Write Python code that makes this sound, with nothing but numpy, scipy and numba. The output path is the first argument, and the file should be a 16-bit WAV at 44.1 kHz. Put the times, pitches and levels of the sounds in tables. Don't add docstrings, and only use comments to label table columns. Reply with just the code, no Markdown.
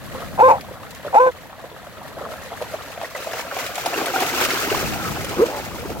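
import sys
import numpy as np
from scipy import signal
from scipy.fft import rfft, irfft
from scipy.io import wavfile
from scipy.ndimage import uniform_filter1d
from numba import njit

SR = 44100
rng = np.random.default_rng(int(sys.argv[2]) if len(sys.argv) > 2 else 0)


def generate_wav(sig):
    pcm = np.round(np.clip(np.atleast_2d(sig).T, -1, 1) * 32767).astype(np.int16)
    wavfile.write(sys.argv[1], SR, pcm)


N = 264600
TIME = np.arange(N) / SR
TOP_HZ = 16000


# times in seconds of the start, lock, crack, mouth closing and end; climb length in seconds,
# pitch after the climb in Hz, level in dB, fade in dB per second, dip at the voice's flip in dB,
# crack length in seconds; after the crack, roughness from 0 to 1, bite in dB and lift of the lowest
# tone in dB; that tone's further lift in dB as the mouth closes.
BARK_SHAPES = [(0.372, 0.409, .483, 0.519, 0.592, 0.0271, 516.4, -6, 39, -4, 0.0307, .85, -3.5, -8, 11),
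               (1.123, 1.162, 1.262, 1.289, 1.311, .041, 501.7, -5.5, 82, -12.5, .014, 0.22, 4, 1.5, 22)]

def bark(start, lock, crack, closing, end, climb_s, top_hz, db, fade_db_per_s, dip_db,
         crack_s, tail_rough, bite_db, cracked_lift_db, closed_lift_db):
    switch_s, slack_hz, quiet_db = 0.0079, 395, -34.5
    t = TIME[(TIME > start) & (TIME < end)]
    locked = ramp(t, lock - switch_s / 2, switch_s)
    cracked = ramp(t, crack - switch_s / 2, switch_s)
    eased = ramp(t, crack + crack_s - switch_s / 2, switch_s)
    closed = ramp(t, closing, end - closing)
    flip = np.exp(-((t - lock - 0.8 * climb_s) / 0.0039) ** 2)
    catch = np.exp(-((t - crack - crack_s) / 0.0054) ** 2)

    rough = 1 - locked + 0.06 * (locked - cracked)
    rough += np.sqrt(tail_rough) * (cracked - eased) + tail_rough * eased
    rough *= 1 - catch

    creep_hz = 315 * np.clip(t - lock - climb_s, 0, crack - lock - climb_s)
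    sag_hz = 2800 * tail_rough * np.maximum(t - crack, 0)
    climb_hz = (top_hz - slack_hz) * ramp(t, lock, climb_s)
    hz = np.maximum(slack_hz + climb_hz + creep_hz - sag_hz, slack_hz)
    slack = np.clip((top_hz - hz) / (top_hz - slack_hz), 0, 1)

    held_db = db - 6 * (1 - locked) - fade_db_per_s * np.maximum(t - lock, 0)
    held_db += dip_db * flip + 5.5 * catch
    level_db = quiet_db + (held_db - quiet_db) * (ramp(t, start, 0.023) - closed)
    lift_db = -12 + 22 * slack * np.sqrt(np.abs(rough)) + 14 * flip
    lift_db += cracked_lift_db * cracked + closed_lift_db * closed
    return np.column_stack([t, hz, level_db, lift_db, rough, bite_db * cracked])


# frequency in Hz, boost or cut in dB.
OPEN_MOUTH_TONE = [(150, -45), (360, -30), (440, -10), (510, 18), (630, -2), (870, 11.5), (1060, 2.5),
                   (1180, -24), (1310, -8.5), (1520, -7), (1750, -26), (2170, -25), (2600, -38),
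                   (3200, -48), (3660, -31.5), (4300, -50), (6000, -51), (7300, -37), (9500, -62)]

def barks():
    return sum(voice(bark(*row), OPEN_MOUTH_TONE, lag_s=0.00023,
                     jitter=0.087, shimmer=0.58, rasp=1.15, hiss_db=-28.5) for row in BARK_SHAPES)


# start in seconds, length in seconds, pitch in Hz, slide in Hz per second,
# level in dB, level change in dB, lift of the lowest tone in dB, roughness from 0 to 1.
WHIMPER_CALLS = [(4.137, 0.092, 393.4, -330, -21, -11.5, -16, 0.08),
                 (4.954, 0.14, 1360, -620, -40, 12, 3, 0.3), (5.494, .11, 275.3, 93, -31, 1.5, -20, 0.6)]

def whimpers():
    out = 0
    for start, seconds, hz, slide, db, change_db, lift_db, rough in WHIMPER_CALLS:
        rows = [(start, hz, db, lift_db, rough, 0),
                (start + seconds, hz + slide * seconds, db + change_db, lift_db, rough, 0)]
        out += voice(rows, OPEN_MOUTH_TONE, lag_s=-0.00013,
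                     jitter=0.15, shimmer=0.9, rasp=0.53, hiss_db=-37)
    return out


# time in seconds, pitch in Hz, level in dB.
YIP_PATH = [(5.361, 221.6, -26), (5.384, 306.7, -24), (5.398, 361.5, -13), (5.407, 394, -12.5),
            (5.413, 410, -20.5), (5.419, 435.4, -9.5), (5.441, 493, -10.5), (5.446, 486, -27),
            (5.468, 406, -28.5), (5.48, 390.0, -34)]
# frequency in Hz, boost or cut in dB.
CLOSED_MOUTH_TONE = [(120, -17), (260, 3), (480, 9), (680, -19), (900, -10), (1300, -7), (1700, -33),
                     (3000, -54)]

def yip():
    top_db = max(db for _, _, db in YIP_PATH)
    lift_db = 5
    rows = [(s, hz, db, lift_db, 0.02 + 0.16 * (top_db - db), 0) for s, hz, db in YIP_PATH]
    return voice(rows, CLOSED_MOUTH_TONE, lag_s=-0.0002,
                 jitter=0.078, shimmer=0.26, rasp=0.42, hiss_db=-37)


# frequency in Hz, boost or cut in dB.
TEETH_TONE = [(1500, -9.5), (2500, 2), (3200, -16), (7500, -16), (10000, -28), (12000, -20), (16000, -28)]

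def voice(rows, mouth, lag_s, jitter, shimmer, rasp, hiss_db):
    hz, db, lift_db, rough, bite_db = curves(rows)
    on = np.flatnonzero((TIME > rows[0][0]) & (TIME < rows[-1][0]))
    shaky_hz = hz * (1 + (jitter * rough + 0.0087) * wander(560))
    phase = 2 * np.pi * np.cumsum(shaky_hz[on]) / SR
    lifts = [lift_db[on], -bite_db[on]] + [bite_db[on]] * 24
    sizes = [gain_at(k * hz[on], mouth) * amp(lift) for k, lift in enumerate(lifts, 1)]
    tone = sum(size * np.sin(k * phase) for k, size in enumerate(sizes, 1))
    tone /= np.sqrt(sum(size ** 2 for size in sizes) / 2)
    rattle = 0.7 * np.cos(phase / 3)
    tone *= 1 + rough[on] * (shimmer * wander(295)[on] + rattle)
    puffs = rng.standard_normal((2, len(on))) * (1 + np.cos(phase))
    breath = unit(band(colour(puffs[0], mouth), 550, 3100, order=2))
    call = steady(tone + rasp * rough[on] * breath, 0.012)[0]
    effort = amp((db[on] - db[on].max()) / 2)
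    hiss = unit(colour(puffs, TEETH_TONE)) * amp(hiss_db) * effort * (1 + 2 * rough[on])
    out = np.zeros((2, N))
    out[:, on] = (place(call, lag_s) + hiss) * amp(db[on]) * signal.windows.tukey(len(on), 0.06)
    return out


# start in seconds, plop level in dB, pitch in Hz, relative splash in dB.
PAW_PLUNGES = [(0.119, -31, 615, -27.5), (0.219, -20, 640, -36), (0.709, -22, 540, -42),
               (1.047, -17, 556, -46), (1.064, -14, 530, -27), (1.444, -30, 640, -36),
               (1.528, -24, 1094, -41), (1.592, -23, 670, -35), (1.639, -22, 510, -37),
               (1.713, -26, 510, -54), (1.762, -29.5, 754, -33), (1.869, -24.5, 634, -32),
               (2.015, -26, 713, -46), (2.05, -28, 670, -45), (2.17, -21, 610, -44), (2.21, -18, 544, -34),
               (2.254, -25, 547, -44), (2.518, -15.5, 678, -34), (2.613, -12.5, 600, -21.5),
               (2.737, -15.5, 577, -45), (2.974, -20.5, 630, -27), (3.013, -17.5, 730, -22),
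               (3.032, -17.5, 620, -37), (3.148, -20.5, 576, -20.5), (3.27, -14.5, 627, -34),
               (3.333, -18.5, 610, -21), (3.513, -11, 1390, -24), (3.565, -13.5, 693, -32),
               (3.778, -14, 695, -18.5), (3.859, -11, 800, -17), (3.932, -11.5, 690, -17.5),
               (3.976, -16.5, 382, -15), (4.019, -19, 353, -24), (4.068, -14.5, 623, -19),
               (4.16, -8.5, 813, -15), (4.22, -10, 378, -19), (4.411, -21, 440, -8), (4.532, -16, 373, -18),
               (4.673, -16.5, 298, -26), (4.714, -9.5, 444, -29), (4.826, -21, 506, -27),
               (5.483, -15.5, 584, -41), (5.852, -20.5, 362, -27), (5.901, -15.5, 397, -25)]

def paws():
    start, db, hz, splash_db = np.transpose(PAW_PLUNGES)
    plop = bubbles(start + 0.0012, hz, 13, amp(db), life_spread=0.13)
    breakup = burst(start + 0.00285, db - 2.5, hz, octaves=0.45, seconds=0.01798, cycles=14.5, count=8)
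    splash = burst(start, splash_db + 3, hz=1600, octaves=1, seconds=0.03, cycles=7.2, count=24)
    return band(plop + breakup + splash, 155, 9000)


# start in seconds, relative level in dB.
WATER_SMACKS = [(0.609, -17.5), (0.907, -17), (0.948, -18), (2.622, -17), (3.588, -12), (3.663, -9),
                (3.755, -7), (3.8594, -5), (4.0576, -4), (4.2027, -9), (4.263, -7), (4.4494, -1.5),
                (4.5047, -5), (4.773, -10), (5.245, -8.5), (5.293, -13.5)]

def smacks():
    start, db = np.transpose(WATER_SMACKS)
    showers = burst(start, db - 7, hz=5500, octaves=1.51, seconds=0.016, cycles=9.7, count=120)
    return band(showers, 1200, TOP_HZ)


# start in seconds, level in dB, pitch in Hz.
LARGE_DROPS = [(0.1217, -31, 1870), (3.045, -20.5, 1880), (3.1509, -22, 1980), (3.942, -17.5, 2700),
               (4.16, -12, 1400), (4.701, -14.5, 2810)]

def drips():
    start, db, hz = np.transpose(LARGE_DROPS)
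    return bubbles(start, hz, 48, amp(db), glide=0.076, life_spread=0.1)


# time in seconds, relative slosh and spray levels in dB.
RESTLESS_WATER = [(0, -43, -43), (.55, -38.5, -43), (.68, -43.5, -48), (.8, -41, -47.5), (.98, -44, -43),
                  (1.4, -44.5, -47.5), (1.72, -46, -48.5), (2.15, -41, -44.5), (2.42, -38.5, -40),
                  (2.92, -38, -40), (3.09, -44, -43), (3.2, -35.5, -38.5), (3.72, -35, -34.5),
                  (4.32, -30.5, -28), (4.53, -30.5, -27), (5.0, -30.5, -31.5), (5.65, -35, -35.5),
                  (6, -35.5, -45.5)]
# start and length in seconds, relative slosh and spray levels in dB.
LUNGE_WAVES = [(0.11, 0.15, -33.5, -44), (0.787, 0.12, -41, -45), (2.143, 0.25, -33.5, -64),
               (3.368, 0.063, -33.5, -35.5), (3.547, 0.16, -38.5, -34.5), (3.953, 0.13, -26.5, -38),
               (4.174, 0.098, -26, -28), (4.356, 0.12, -27.5, -26.5), (4.46, 0.19, -42, -28.5),
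               (4.652, 0.16, -28, -30), (5.622, 0.08, -42, -44)]

def stirring():
    power = amp(curves(RESTLESS_WATER)) ** 2
    for start, seconds, slosh_db, spray_db in LUNGE_WAVES:
        wave = np.sin(np.pi * ramp(TIME, start, seconds))
        power += np.outer(amp([slosh_db, spray_db]), wave) ** 2
    start, plop_db, _, splash_db = np.transpose(PAW_PLUNGES)
    kicks = np.zeros((2, N))
    kicks[:, (start * SR).astype(int)] = amp([plop_db - 19.5, splash_db - 14.5]) ** 2
    fade_s = 0.039
    wakes = signal.lfilter([1], [1, -np.exp(-2 / (fade_s * SR))], kicks)
    return 10 * np.log10(power + wakes)


# frequency in Hz, boost or cut in dB.
FAR_TONE = [(200, -15.5), (360, -22.5), (520, -8.5), (660, -9), (870, -15.5), (1900, -9.5), (2200, -17),
            (4400, -19), (5200, -23.5), (7000, -24), (9500, -29), (12400, -24), (16000, -35)]
NEAR_TONE = [(150, -1.5), (320, 3), (760, 3), (1450, -3.5), (1800, -7), (2600, -7), (3900, -15),
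             (7000, -20.5), (9600, -28), (13000, -24)]

def churn():
    slosh_db, spray_db = stirring()
    near = np.interp(TIME, [2.2, 3.6], [0, 1])
    alongside = np.interp(TIME, [3.6, 4.0], [0, 1])
    sheets = surges(per_second=34, fade_s=0.015, depth_db=3)
    slosh = bubble_cloud(243.5, 1323, cycles=16.7, scatter_db=2, wash_db=-13, count=3500)
    patter = bubble_cloud(1167, 4487, cycles=26.8, scatter_db=3.5, wash_db=-2.5, count=14000)
    spray = bubble_cloud(3700, 16200, cycles=16, scatter_db=5.5, wash_db=5.5, count=30000)
    layers = [(band(slosh, 170, 1400), alongside, amp(slosh_db + 0.5)),
              (band(patter, 1150, 4420), near, amp(spray_db + 0.5) * np.sqrt(sheets)),
              (band(spray, 4100, SR / 2), near, amp(spray_db - 5.5 + 2.84 * near) * sheets)]
    out = 0
    for cloud, close, gain in layers:
        water = (1 - close) * unit(colour(cloud, FAR_TONE)) + close * unit(colour(cloud, NEAR_TONE))
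        out += steady(water, 0.12) * gain
    return out * surges(per_second=26, fade_s=0.039, depth_db=1.9)


def surges(per_second, fade_s, depth_db):
    lumps = (rng.random(N) < per_second / SR) * rng.random(N)
    fading = signal.lfilter([1], [1, -np.exp(-1 / (fade_s * SR))], lumps)
    return unit(amp(depth_db * np.tanh(unit(fading - fading.mean()))))


def bubble_cloud(low_hz, high_hz, cycles, scatter_db, wash_db, count):
    when, pitch, chance = rng.random((count, 3)).T
    hz = low_hz * (high_hz / low_hz) ** pitch
    size = amp(scatter_db * np.minimum(-np.log(1 - chance), 4)) * hz / high_hz
    cloud = unit(bubbles(when * N / SR, hz, cycles, size))
    wash = unit(band(rng.standard_normal((2, N)), low_hz, high_hz))
    return cloud + amp(wash_db) * wash


def burst(start, db, hz, octaves, seconds, cycles, count):
    late, pitch, size = rng.random((len(start), count, 3)).transpose(2, 0, 1)
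    size = size * np.exp(-2 * late) * amp(db)[:, None]
    bubble_hz = np.minimum(np.reshape(hz, (-1, 1)) * 2 ** (octaves * (2 * pitch - 1)), TOP_HZ)
    when = start[:, None] + seconds * late
    return bubbles(when.ravel(), bubble_hz.ravel(), cycles, size.ravel(),
                   lag_spread=0.00009, pan_spread=0.055)


def bubbles(start, hz, cycles, size, glide=0.21, lag_spread=0.00008, pan_spread=0.025, life_spread=0.38):
    life, lag, pan = rng.standard_normal((len(start), 3)).T
    right_lag_s = np.interp(start, [2.2, 4.2], [-0.00006, 0.0001]) + lag * lag_spread
    return ring(start, hz, cycles * np.exp(life * life_spread), size, right_lag_s, pan * pan_spread, glide)


@njit
def ring(start, hz, cycles, size, right_lag_s, pan, glide):
    out = np.zeros((2, N))
    for k in range(len(start)):
        step = hz[k] / SR
        life = cycles[k] / step
        rise = np.exp(2j * np.pi * step * glide / life)
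        for channel, side in enumerate((-1, 1)):
            onset = (start[k] + side * right_lag_s[k] / 2) * SR
            first = max(int(onset) + 1, 0)
            turn = np.exp(2j * np.pi * step - 5.5 / life)
            point = size[k] * (1 + side * pan[k]) * np.exp(2j * np.pi * step * (first - onset))
            for i in range(first, min(int(onset + life), N)):
                out[channel, i] += min((i - onset) * step, 1.) * point.imag
                point *= turn
                turn *= rise
    return out


# time in seconds, relative level in dB.
GUST_LEVELS = [(0, -38), (.3, -33), (.8, -41), (1.8, -46), (2.2, -41), (3.6, -44.5), (4.6, -36.5),
               (4.85, -26.5), (5.22, -30.5), (5.55, -39), (5.95, -29.5)]
# frequency in Hz, boost or cut in dB.
BREEZE_TONE = [(20, -23), (70, 1.5), (140, 1), (250, -2), (1200, -32)]

def breeze():
    gust_db, = curves(GUST_LEVELS)
    rumble = unit(colour(rng.standard_normal((2, N)), BREEZE_TONE))
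    return rumble * amp(gust_db - 1 + 1.4 * wander(30))


# frequency in Hz, boost or cut in dB.
SEA_TONE = [(60, -54), (600, 1.5), (2200, -7), (5000, -21), (9000, -46), (16000, -18)]

def sea():
    noise = rng.standard_normal((2, N)) + 6.1 * rng.standard_normal(N)
    return unit(colour(noise, SEA_TONE)) * amp(-50.5 + wander(4.1))


def amp(db):
    return 10 ** (np.asarray(db) / 20)


def unit(x):
    return x / np.sqrt(np.mean(x ** 2) + 1e-18)


def ramp(t, start, seconds):
    return np.clip((t - start) / seconds, 0, 1)


def curves(rows):
    times, *columns = np.transpose(rows)
    return [np.interp(TIME, times, column) for column in columns]


def gain_at(hz, tone):
    table_hz, db = np.transpose(tone)
    return amp(np.interp(np.log(hz + 1), np.log(table_hz), db))


def colour(x, tone):
    size = 4096
    cepstrum = irfft(np.log(gain_at(np.arange(size // 2 + 1) * SR / size, tone)))
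    cepstrum[1:size // 2] *= 2
    cepstrum[size // 2 + 1:] = 0
    response = irfft(np.exp(rfft(cepstrum)))
    return signal.fftconvolve(np.atleast_2d(x), response[None], axes=1)[:, :x.shape[-1]]


def band(x, low_hz, high_hz, order=3):
    edges = [low_hz, min(high_hz, SR / 2 - 100)]
    return signal.sosfilt(signal.butter(order, edges, "band", fs=SR, output="sos"), x)


def wander(rate):
    return unit(signal.sosfilt(signal.butter(2, rate / 2, fs=SR, output="sos"), rng.standard_normal(N)))


def steady(x, seconds):
    power = uniform_filter1d(np.mean(x ** 2, axis=0), int(seconds * SR))
    return x / np.sqrt(np.abs(power) + 1e-12)


def place(x, lag_s):
    t = TIME[:len(x)]
    return np.array([np.interp(t - lag_s, t, x), x])


def scene():
    return barks() + whimpers() + yip() + churn() + paws() + drips() + smacks() + breeze() + sea()


# frequency in Hz, left level minus right level in dB.
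LEFT_OVER_RIGHT = [(200, 2), (480, -1.5), (1100, 1.5), (2400, 1.5), (4200, -2.5), (8000, 0), (12000, 4.5)]

def record(dry):
    left = colour(dry[0], [(hz, db / 2) for hz, db in LEFT_OVER_RIGHT])
    right = colour(dry[1], [(hz, -db / 2) for hz, db in LEFT_OVER_RIGHT])
    stereo = np.vstack([left, right])
    rounded = stereo / (1 + stereo ** 8) ** (1 / 8)
    return signal.sosfilt(signal.ellip(10, 0.2, 80, TOP_HZ, fs=SR, output="sos"), rounded)


dry = scene()
out = record(dry)
generate_wav(out)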